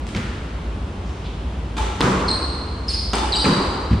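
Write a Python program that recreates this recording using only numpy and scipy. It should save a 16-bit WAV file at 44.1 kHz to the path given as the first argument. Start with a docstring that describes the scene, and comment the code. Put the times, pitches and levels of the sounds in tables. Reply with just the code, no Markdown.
"""Ventilation rumbles in a hard, echoing squash court, heard from above the back wall.
Light taps and a footfall precede the serve, and the other player returns it. Each racket crack sets
strings and frame ringing and is followed by a boom as the ball drives the front wall into vibration.
Rubber soles brush the boards, squeak by stick-slip friction and thud on the sprung wooden floor.
Reflections prolong every impact and squeak into a reverberant tail."""
import sys
import numpy as np
from scipy import signal
from scipy.fft import rfft, irfft
from scipy.io import wavfile

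SR = 44100
rng = np.random.default_rng(int(sys.argv[2]) if len(sys.argv) > 2 else 0)


def int16_out(signal):
    """Quantize to a 16-bit WAV file."""
    q = np.round(np.clip(np.atleast_2d(signal).T, -1, 1) * 32767)
    wavfile.write(sys.argv[1], SR, q.astype(np.int16))


N = 176400
SHOT, TAIL = 2 ** 14, 2 ** 16  # samples in one event and in the court's response
T = np.arange(SHOT) / SR
DIRECT_GAIN = np.sqrt(SR / 10)  # gives unit energy the energy of 0.1 s at rms one


def undb(db):
    """Amplitude grows tenfold for every 20 decibels."""
    return 10 ** (np.asarray(db) / 20)


def unit(x):
    """Normalisation to an energy of one."""
    return x / np.sqrt(np.sum(x ** 2) + 1e-18)


def bins(size):
    """Frequencies of a discrete Fourier spectrum, no lower than 1 Hz."""
    return np.maximum(np.fft.rfftfreq(size, 1 / SR), 1)


def curve(points, size=SHOT):
    """Interpolation of (frequency_hz, value) points on a log-frequency axis."""
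    hz, values = np.array(points, float).T
    return np.interp(np.log(bins(size)), np.log(hz), values)


def colour(x, db):
    """Minimum-phase filtering: folding the cepstrum makes a gain curve causal."""
    cepstrum = irfft(db * np.log(10) / 20)
    cepstrum[1:len(x) // 2] *= 2
    cepstrum[len(x) // 2 + 1:] = 0
    return irfft(rfft(x) * np.exp(rfft(cepstrum)))


def band(hz, octaves, size=SHOT):
    """Band-limited noise of rms one, Gaussian in log frequency."""
    gain = np.exp(-(np.log2(bins(size) / hz) / octaves / 2) ** 2)
    noise = irfft(rfft(rng.standard_normal(size)) * gain)
    return noise / noise.std()


def fade(t60, t=T):
    """Exponential decay by 60 dB in t60 seconds."""
    return np.exp(-np.log(1000) * t / t60)


def mode(hz, t60):
    """A normal mode vibrates as a damped sinusoid."""
    return unit(np.sin(2 * np.pi * hz * T) * fade(t60))


def swell(length_s):
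    """An envelope with a rounded rise and fall."""
    return np.sqrt(np.maximum(np.sin(np.pi * np.minimum(T / length_s, 1)), 0))


def delay(x, start_s, size=N):
    """A time shift places a sound in a stretch of silence."""
    start = int(np.clip(start_s * SR, 0, size - 1))
    out = np.zeros(x.shape[:-1] + (size,))
    out[..., start:start + x.shape[-1]] = x[..., :size - start]
    return out


def spread(mid, side):
    """Left and right spectra of a diffuse field: long waves reach two close points almost alike."""
    # stereo width of the field: frequency_hz, side_minus_mid_db
    width = [(60, -34), (130, -37), (260, -20.5), (500, -11.5), (900, -2.5), (2000, -3.5), (4400, -6),
             (8000, 2)]
    return rfft(mid) + np.array([[1], [-1]]) * rfft(side) * undb(curve(width, size=len(mid)))


def reverberation(build_s=.0078, diffuse_s=.05):
    """Separate reflections thicken into a diffuse tail that decays most slowly in the midrange."""
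    # reverberation time of the court: frequency_hz, t60_s
    decay_times = [(60, 0.85), (170, 0.79), (400, 1.98), (1000, 2.27), (2200, 1.69), (4400, 1.55),
                   (8500, 1.17), (14000, 0.8)]
    centres_hz, t60s = np.array(decay_times).T
    t = np.arange(TAIL) / SR
    density = np.clip((t / diffuse_s) ** 2, .01, 1)
    reflections = rng.standard_normal((2, TAIL)) * (rng.random((2, TAIL)) < density)
    spectrum = spread(*(reflections / np.sqrt(density)))
    tail = 0
    for t60, one_band in zip(t60s, np.eye(len(t60s))):
        band_gain = curve(np.c_[centres_hz, one_band], size=TAIL)
        tail = tail + irfft(spectrum * band_gain) * fade(t60, t)
    return tail * (1 - np.exp(-t / build_s)) / 2


def court(source, direct):
    """Superposition: the direct sound adds to the source convolved with the court's response."""
    out = signal.fftconvolve(source[None], reverberation(), axes=1)
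    out[:, :len(direct)] += direct * DIRECT_GAIN
    return out[:, :N]


def impacts(rows, spectrum, crackle_db, crackle_t60, ring=0):
    """Impulsive excitation: each blow gives a sharp contact, a crackle, an early echo and a tail."""
    contact = unit(colour(signal.unit_impulse(SHOT), curve(spectrum)))
    octaves = np.log2(np.clip(bins(SHOT), 100, 10000) / 1000)
    out = 0
    for start_s, level_db, tilt, direct_db, lag_s, echo_db in rows:
        blow = unit(colour(contact + ring, tilt * octaves)) * undb(level_db)
        burst = rng.standard_normal(SHOT) * fade(crackle_t60)
        crackle = unit(signal.fftconvolve(blow, burst)[:SHOT]) * undb(level_db)
        near = (blow + undb(crackle_db) * crackle) / np.hypot(1, undb(crackle_db))
        early = undb(direct_db) * near + undb(echo_db) * delay(near, lag_s, size=SHOT)
        out = out + delay(court(blow, early), start_s)
    return out


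def ventilation(air_db=-29, rumble_db=-29):
    """Moving air makes steady broadband noise; a narrow low band throbs as its components beat."""
    # spectral shape of the air noise: frequency_hz, density_db
    air_spectrum = [(25, -25), (40, -35), (55, -8), (70, -5.5), (90, -8), (117, -17.5), (185, -14.5),
                    (280, -19), (400, -22.5), (625, -28), (1010, -29.5), (1810, -39), (3170, -40),
                    (6120, -53), (10000, -60.5), (11500, -78.5), (15000, -80)]
    air = irfft(spread(*rng.standard_normal((2, N))) * undb(curve(air_spectrum, size=N)))
    rumble = band(hz=57.5, octaves=.14, size=N)
    return air / air.std() * undb(air_db) + rumble * undb(rumble_db)


def taps():
    """Light impacts of ball and racket before the serve: brief contact gives a broad spectrum."""
    # light contacts: start_s, level_db, tilt_db_per_octave, direct_db, echo_lag_s, echo_db
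    contacts = [(.0675, -35.5, 3.5, -16.5, 0.022, -18.5), (.149, -28, -1.3, -11, 0.0029, -27),
                (.161, -34.5, 0, -16, .004, -8)]
    # spectrum of a tap: frequency_hz, density_db
    spectrum = [(120, -8), (400, 3), (750, -23.5), (1300, 1.5), (2200, -2), (3500, -6), (6000, -15.5),
                (9000, -20), (11500, -40), (15000, -44)]
    return impacts(contacts, spectrum, crackle_db=11, crackle_t60=.014)


def footfalls():
    """Heavy steps excite the sprung floor, which responds mainly at low frequencies."""
    # feet landing: start_s, level_db, tilt_db_per_octave, direct_db, echo_lag_s, echo_db
    steps = [(.15, -17, 1.5, -13, .02, -10.5), (3.911, -12.5, -0.5, -8.5, 0.0181, -7)]
    # spectrum of a thud: frequency_hz, density_db
    spectrum = [(30, -14), (55, -0.5), (90, 2.5), (130, -7), (195, -3), (300, -16.5), (700, -34),
                (2500, -37), (8000, -58), (14000, -79)]
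    return impacts(steps, spectrum, crackle_db=11.5, crackle_t60=.15)


def soles(settle_s=.007, jitter_depth=.025, chatter_depth=.55, direct_db=-7):
    """Friction: light sliding makes noise; stick-slip makes a tone that settles as the rubber grips."""
    # soles brushing the boards: start_s, length_s, centre_hz, width_octaves, level_db
    scuffs = [(1.1, 0.19, 5960, 0.12, -55), (1.04, 0.1, 6000, .2, -50), (0.94, 0.37, 2407, 0.4, -42),
              (1.24, 0.039, 3056, 0.29, -39), (2.271, 0.034, 4700, 0.15, -34),
              (2.872, 0.1, 2963, 0.69, -31.5), (2.886, 0.16, 4600, 0.12, -25.5),
              (3.152, 0.0082, 8280, .1, -36), (3.37, .065, 4070, 0.24, -32)]
    # soles squeaking: start_s, length_s, first_pitch_hz, settled_pitch_hz, level_db, overtone_db
    squeaks = [(2.282, .016, 4435, 4150, -21.5, -19.5), (2.303, 0.02, 4280, 4120, -22.5, -13.5),
               (2.333, 0.03, 4400, 4280, -26.5, -21), (2.88, 0.017, 5096, 5005, -25, -38),
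               (2.891, 0.026, 4450, 4400, -26.5, -14), (2.934, 0.019, 5153, 4950, -26.5, -27.5),
               (3.32, 0.031, 4920, 3856, -18, -24), (3.349, 0.0094, 3135, 2810, -27.5, -26),
               (3.355, 0.025, 4713, 4730, -23, -24.5), (3.345, 0.033, 4080, 3840, -28.5, -2),
               (3.379, 0.044, 4450, 4143, -26, -9), (3.411, 0.027, 4735, 4643, -22.5, -22.5)]
    # radiation of a shoe: frequency_hz, gain_db
    radiation = [(2000, -3), (4500, -0.5), (5200, 0.5), (6200, -3.5), (8600, -0.5), (10200, 5),
                 (11500, -11), (15000, -8)]
    friction = np.zeros(N)
    for start_s, length_s, centre_hz, octaves, level_db in scuffs:
        friction += delay(unit(band(centre_hz, octaves) * swell(length_s)) * undb(level_db), start_s)
    for start_s, length_s, first_hz, settled_hz, level_db, overtone_db in squeaks:
        glide_hz = settled_hz + (first_hz - settled_hz) * np.exp(-T / settle_s)
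        pitch_hz = glide_hz * (1 + jitter_depth * band(hz=300, octaves=1))
        phase = 2 * np.pi * np.cumsum(pitch_hz) / SR
        chatter = np.abs(1 + chatter_depth * band(hz=170, octaves=.5))
        tone = np.sin(phase) + undb(overtone_db) * np.sin(2 * phase)
        friction += delay(unit(tone * chatter * swell(length_s)) * undb(level_db), start_s)
    radiated = colour(friction, curve(radiation, size=N))
    return court(radiated, undb(direct_db) * radiated)


def racket(ring_db=-5):
    """The ball cracks against the strings and excites the damped modes of strings and frame."""
    # serve and return: start_s, level_db, tilt_db_per_octave, direct_db, echo_lag_s, echo_db
    strokes = [(1.768, -19.5, 1, -19.5, .013, -17.5), (3.1335, -14.5, 0.1, -13.5, .05, -18)]
    # spectrum of the crack: frequency_hz, density_db
    spectrum = [(100, -12), (250, 8), (420, 3), (650, -6.5), (900, 4.5), (1400, -5), (2100, -8.5),
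                (3400, -8.5), (5500, -18), (8500, -21.5), (11500, -41), (15000, -51)]
    # modes of strings and frame: pitch_hz, level_db, t60_s
    modes = [(404.4, 0.5, 0.14), (874, 3.5, 0.084), (1341, -5, 0.16), (1900, -19.5, 0.059),
             (2340, -13.5, .12), (2900, -13, 0.53), (3555, -9.5, 0.059), (5940, -16.5, 0.027)]
    ring = unit(sum(undb(db) * mode(hz, t60) for hz, db, t60 in modes))
    return impacts(strokes, spectrum, crackle_db=8, crackle_t60=.04, ring=undb(ring_db) * ring)


def front_wall(boom_db=-6):
    """Panel resonance: struck by the ball, the wall booms in one low mode and buzzes for a moment."""
    # ball on the wall: start_s, level_db, tilt_db_per_octave, direct_db, echo_lag_s, echo_db
    hits = [(2.007, -7, -0.32, -19, .0035, -32), (3.4432, -6.5, -1, -22, .0037, -24)]
    # spectrum of the slap: frequency_hz, density_db
    spectrum = [(60, -25), (120, 3), (185, 3), (260, 2.5), (350, -1.5), (480, -5.5), (700, -13.5),
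                (1050, -5.5), (1700, -15), (3200, -21), (5500, -26.5), (8500, -31.5), (11500, -47),
                (15000, -58)]
    # buzz just after each hit: start_s, length_s, centre_hz, level_db
    rattles = [(2.0115, .005, 3230, -31.5), (3.446, 0.0155, 2060, -33)]
    boom = undb(boom_db) * mode(hz=200, t60=.24)
    out = impacts(hits, spectrum, crackle_db=3, crackle_t60=.017, ring=boom)
    for start_s, length_s, centre_hz, level_db in rattles:
        buzz = unit(band(centre_hz, octaves=.3) * swell(length_s)) * DIRECT_GAIN
        out = out + delay(buzz * undb(level_db), start_s)
    return out


def scene():
    """The sound pressures of all sources add linearly."""
    return ventilation() + taps() + footfalls() + soles() + racket() + front_wall()


def record(dry, ceiling=.75, cutoff_hz=15600):
    """Soft saturation rounds the loudest peaks, and a low-pass filter cuts the highest treble."""
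    rounded = dry / (1 + (dry / ceiling) ** 4) ** .25
    low_pass = signal.ellip(8, .2, 70, cutoff_hz, fs=SR, output="sos")
    return signal.sosfilt(low_pass, rounded)


dry = scene()
out = record(dry)
int16_out(out)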